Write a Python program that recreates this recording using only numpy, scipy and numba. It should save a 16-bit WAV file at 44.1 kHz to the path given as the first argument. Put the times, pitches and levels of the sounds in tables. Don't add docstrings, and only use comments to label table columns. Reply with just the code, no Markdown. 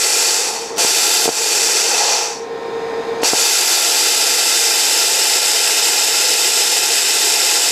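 import sys
import numpy as np
from scipy import signal
from scipy.fft import rfft, irfft
from scipy.io import wavfile
from scipy.ndimage import uniform_filter1d
from numba import njit

SR = 44100
rng = np.random.default_rng(int(sys.argv[2]) if len(sys.argv) > 2 else 0)


def to_wav(s):
    ch = np.atleast_2d(s).T
    pcm = np.round(np.clip(ch, -1, 1) * 32767)
    wavfile.write(sys.argv[1], SR, pcm.astype(np.int16))


N = 340011
TIME = np.arange(N) / SR
FREQ = np.arange(N // 2 + 1) * SR / N

BLEED_DB = -39


def undb(db):
    return 10 ** (np.asarray(db) / 20)


def unit(x):
    return x / np.sqrt(np.mean(x ** 2))


def ramp(x):
    return np.clip(x, 0, 1)


def slope(hz, db):
    return np.interp(np.log(FREQ + 1), np.log(hz), db)


def bumps(rows):
    return sum(db * .5 ** ((2 * (FREQ - centre) / width) ** 2) for centre, width, db in rows)


def colour(x, gain):
    return irfft(rfft(x) * gain, N)


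def walk(rate):
    return unit(colour(rng.standard_normal(N), np.exp(-(FREQ / rate) ** 2)))


def workshop(x, wet_db, t60):
    t = TIME[:SR // 2]
    tail = rng.standard_normal(len(t)) * np.exp(-np.log(1000) * t / t60)
    echoes = signal.fftconvolve(x, tail / np.linalg.norm(tail))[:N]
    wet = undb(wet_db)
    return (x + wet * echoes) / np.hypot(1, wet)


def fans(waver_db, drift):
    # pitch_hz, relative level_db (rms)
    blade_tones = [(457.6, -29), (466.5, -35.5), (522.2, -43.5), (672.9, -48), (786, -44), (932, -40.5),
                   (1044.5, -41.5), (1066, -48), (1308, -51), (1829.5, -46), (1863, -53), (1976, -57),
                   (2288, -61), (2331, -54), (3688, -59)]
    # frequency_hz, relative density_db (per Hz)
    air_colour = [(30, -26), (58, -22), (85, -19), (160, -11), (400, -0.5), (600, -9.5), (1150, -13),
                  (1700, -13), (3000, -23.5), (5500, -29.5), (7200, -31.5), (10000, -42.5), (14000, -47),
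                  (15500, -68)]
    # centre_hz, width_hz, lift_db
    case_resonances = [(446, 77, 7.5), (790, 280, 8), (2420, 290, 4.5), (3640, 470, 8), (4220, 500, 6),
                       (4970, 400, 9.5), (6450, 350, 5)]
    tones_db, air_db = -9.5, -39

    turn = TIME + np.cumsum(drift * walk(3.2)) / SR
    tones = np.zeros(N)
    for hz, db in blade_tones:
        strength = np.sqrt(2) * undb(db + waver_db * walk(4.6))
        tones += strength * np.sin(2 * np.pi * (hz * turn + rng.random()))
    air_spectrum_db = slope(*np.transpose(air_colour)) + bumps(case_resonances)
    air = unit(colour(rng.standard_normal(N), undb(air_spectrum_db)))
    return undb(tones_db) * tones + undb(air_db) * air


def pops(snap_s, low_hz):
    # start_s, thump_db, snap_db, snap_cutoff_hz
    pop_events = [(.772, -25, -23, 8000), (0.782, -42, -17, 12000), (0.847, -9.5, -16, 2000),
                  (1.257, -5.5, -7, 850), (1.2787, -3, -4, 800), (1.2897, -4.5, -5, 1000),
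                  (3.2323, -15.5, -8, 2800), (3.2358, -25, -16, 11000), (3.302, -37, -14, 10000),
                  (3.3336, -3, -9, 1100)]
    # pitch_hz, level_db, t60_s
    thump_modes = [(161, -21, .07), (345, -3.5, 0.01), (449, -1.5, 0.024), (710, -4, 0.018)]

    t = TIME[:SR // 10]
    thump = np.zeros(len(t))
    for hz, db, t60 in thump_modes:
        thump += undb(db) * np.sin(2 * np.pi * hz * t) * np.exp(-np.log(1000) * t / t60)
    out = np.zeros(N)
    for start_s, thump_db, snap_db, snap_hz in pop_events:
        burst = rng.standard_normal(len(t)) * np.exp(-t / snap_s)
        snap = signal.lfilter(*signal.butter(2, snap_hz, fs=SR), burst)
        start = int(start_s * SR)
        out[start:start + len(t)] += undb(thump_db) * thump + undb(snap_db) * snap
    out = signal.lfilter(*signal.butter(2, low_hz, "high", fs=SR), out)
    return workshop(out, wet_db=-13.5, t60=0.17)


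def air_supply():
    # (above about 7 kHz, at full flow)
    air_runs = [(-1, .22, 0.61, -15, -20, 2.5), (0.7622, 2.094, 0.37, -16, -22.5, 1.6),
                (3.218, 9, .375, -12.5, -28.5, 1.33)]
    leak_s, open_s = 0.012, 0.016

    sag_db, full_db, treble_db = np.zeros((3, N))
    for opens, shuts, bleed_s, db, leak_db, bright_db in air_runs:
        opening = leak_db * np.exp(-np.maximum(TIME - opens - leak_s, 0) / open_s)
        bleeding = BLEED_DB * (np.maximum(TIME - shuts, 0) / bleed_s) ** 2
        on = TIME >= opens
        sag_db[on] = (opening + bleeding)[on]
        full_db[on], treble_db[on] = db, bright_db
    return np.maximum(sag_db, -70), full_db, treble_db


def arc():
    # light_s, out_s
    burns = [(.774, 1.27), (3.232, 9)]
    sink_s = 0.99

    burning, depth = np.zeros((2, N))
    for lights, out in burns:
        on = (TIME >= lights) & (TIME < out)
        burning[on] = 1
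        depth[on] = 1 - np.exp(-(TIME[on] - lights) / sink_s)
    return burning, depth


def dips():
    # centre_s, depth_db, recovery_s
    hiss_dips = [(1.30, -4, .09), (3.312, -6.5, 0.06)]
    onset_s = 0.026

    dips_db = np.zeros(N)
    for centre_s, db, recovery_s in hiss_dips:
        width_s = np.where(TIME < centre_s, onset_s, recovery_s)
        dips_db += db * np.exp(-((TIME - centre_s) / width_s) ** 2)
    return dips_db


def jet_controls(depth):
    sag_db, full_db, bright_db = air_supply()
    weak_db = sag_db + dips()
    swing = np.exp(-((TIME - 2.15) / 0.28) ** 2)
    level_db = full_db + weak_db + 2.5 * depth
    treble_db = bright_db + 0.19 * sag_db - 0.8 * depth - 5 * swing
    weak_hollow_db = 9.5 * ramp(weak_db / -9)
    hollow_db = -1.44 + 1.4 * depth + np.maximum(weak_hollow_db, 9 * swing)
    graze = 0.47 * (1 - ramp(sag_db / BLEED_DB))
    stage = graze + (2 - graze) * depth
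    return level_db, treble_db, hollow_db, stage


def turbulence(flutter_db, flutter_hz):
    return unit(rng.standard_normal(N) * undb(flutter_db * walk(flutter_hz)))


def spatter(per_second, spread_db):
    size = undb(spread_db * np.minimum(rng.exponential(size=N), 5))
    bursts = rng.random(N) < per_second / SR
    return unit(bursts * size * rng.choice([-1, 1], N))


def torch():
    # frequency_hz, air_alone_db, piercing_db, kerf_db
    jet_colour = [(60, -38, -51, -43), (149, -37, -32.5, -32), (337, -7.5, -5.5, -10), (600, -5, -7, -11),
                  (1130, -8, -10, -14.5), (2270, -12.5, -11, -15), (4150, -3.5, -1.5, -4.5),
                  (5920, 3, 3.5, -2.5), (8200, -3, -4.5, -1.5), (8750, -8.5, -6, -10),
                  (12300, -21, -8, -13), (13900, -29, -15, -17.5), (14900, -40.1, -31, -53)]
    # centre_hz, width_hz, air_alone_lift_db, piercing_lift_db, kerf_lift_db
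    resonances = [(468, 155, 11.5, 5, 8.5), (692, 82, 1.5, 5.5, 5), (846, 216, 9, 12, 12.5),
                  (1376, 107, 3.5, 12, 11), (1628, 320, 6, 5, 7.5), (2022, 396, 10.5, 7, 11.5),
                  (2412, 140, 10, 8, 8.0), (2607, 296, 12.5, 9.5, 12.5), (2870, 140, 2, 3.3, 7.5),
                  (3080, 215, 5, 5, 8.5), (3577, 220, -1, 6.5, 6), (3795, 250, 1, 1.5, 4),
                  (4060, 92, 1.1, 3.5, 4.5), (4516, 270, 10, 5, 4), (4860, 170, -5, 4, 3.5),
                  (5170, 120, 0, -5.5, 2), (5320, 740, 3.5, 1.7, 5.5), (5730, 151, 5, -5, -4),
                  (6570, 150, 3, -4, -2), (6890, 120, 2.7, 2, 1.5), (7390, 250, 3, 3.5, 2.5),
                  (7760, 480, 4.5, 6, 2.5), (9080, 160, 10, -2, 7), (9590, 210, 9.5, 3, 3),
                  (10020, 75, -9, 1, 8), (11200, 68, 3, 1, 0), (12030, 348, 4, -3, 4)]

    burning, depth = arc()
    level_db, treble_db, hollow_db, stage = jet_controls(depth)
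    air = turbulence(flutter_db=0.6, flutter_hz=200)
    droplets = burning * spatter(per_second=700, spread_db=3.0)
    drive = (air + undb(-12) * droplets) * undb(.5 * walk(31))
    drive = workshop(drive, wet_db=-10.5, t60=0.29)

    hz, *broad = np.transpose(jet_colour)
    centres, widths, *lifts = np.transpose(resonances)
    jet = np.zeros(N)
    for k, (db, lift) in enumerate(zip(broad, lifts)):
        share = np.maximum(1 - abs(stage - k), 0)
        spectrum_db = slope(hz, db) + bumps(zip(centres, widths, lift))
        jet += share * unit(colour(drive, undb(spectrum_db)))

    treble = colour(jet, 1 - 1 / (1 + (FREQ / 7100) ** 12))
    narrow = colour(jet, np.exp(-((FREQ - 5950) / 450) ** 2))
    hollow = colour(jet, np.exp(-((FREQ - 920) / 330) ** 2))
    jet = (jet + (undb(treble_db) - 1) * treble
           + (undb(-.45 * treble_db) - 1) * narrow
           + (undb(hollow_db) - 1) * hollow)
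    return undb(level_db) * jet


def scene():
    cooling = fans(waver_db=1.2, drift=0.00066)
    popping = pops(snap_s=0.0013, low_hz=305)
    return np.tile(cooling + popping + torch(), (2, 1))


@njit
def follow(wanted, attack_s, release_s):
    out, g = np.empty(len(wanted)), 0.
    for i in range(len(wanted)):
        time_s = attack_s if wanted[i] < g else release_s
        g += (wanted[i] - g) / (SR * time_s)
        out[i] = g
    return out


def gain_control(x, target_db, most_db, attack_s, release_s):
    power = np.abs(uniform_filter1d(x ** 2, size=500))
    heard_db = 10 * np.log10(power + 1e-12)
    wanted_db = np.minimum(target_db - heard_db, most_db)
    return x * undb(follow(wanted_db, attack_s, release_s))


def record(dry):
    held = gain_control(dry[0], target_db=-13.0, most_db=14.5, attack_s=0.0014, release_s=0.38)
    rounded = held / (1 + (held / .85) ** 4) ** .25
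    top_cut = signal.ellip(8, .2, 70, 15600, fs=SR, output="sos")
    return np.tile(signal.sosfilt(top_cut, rounded), (2, 1))


dry = scene()
out = record(dry)
to_wav(out)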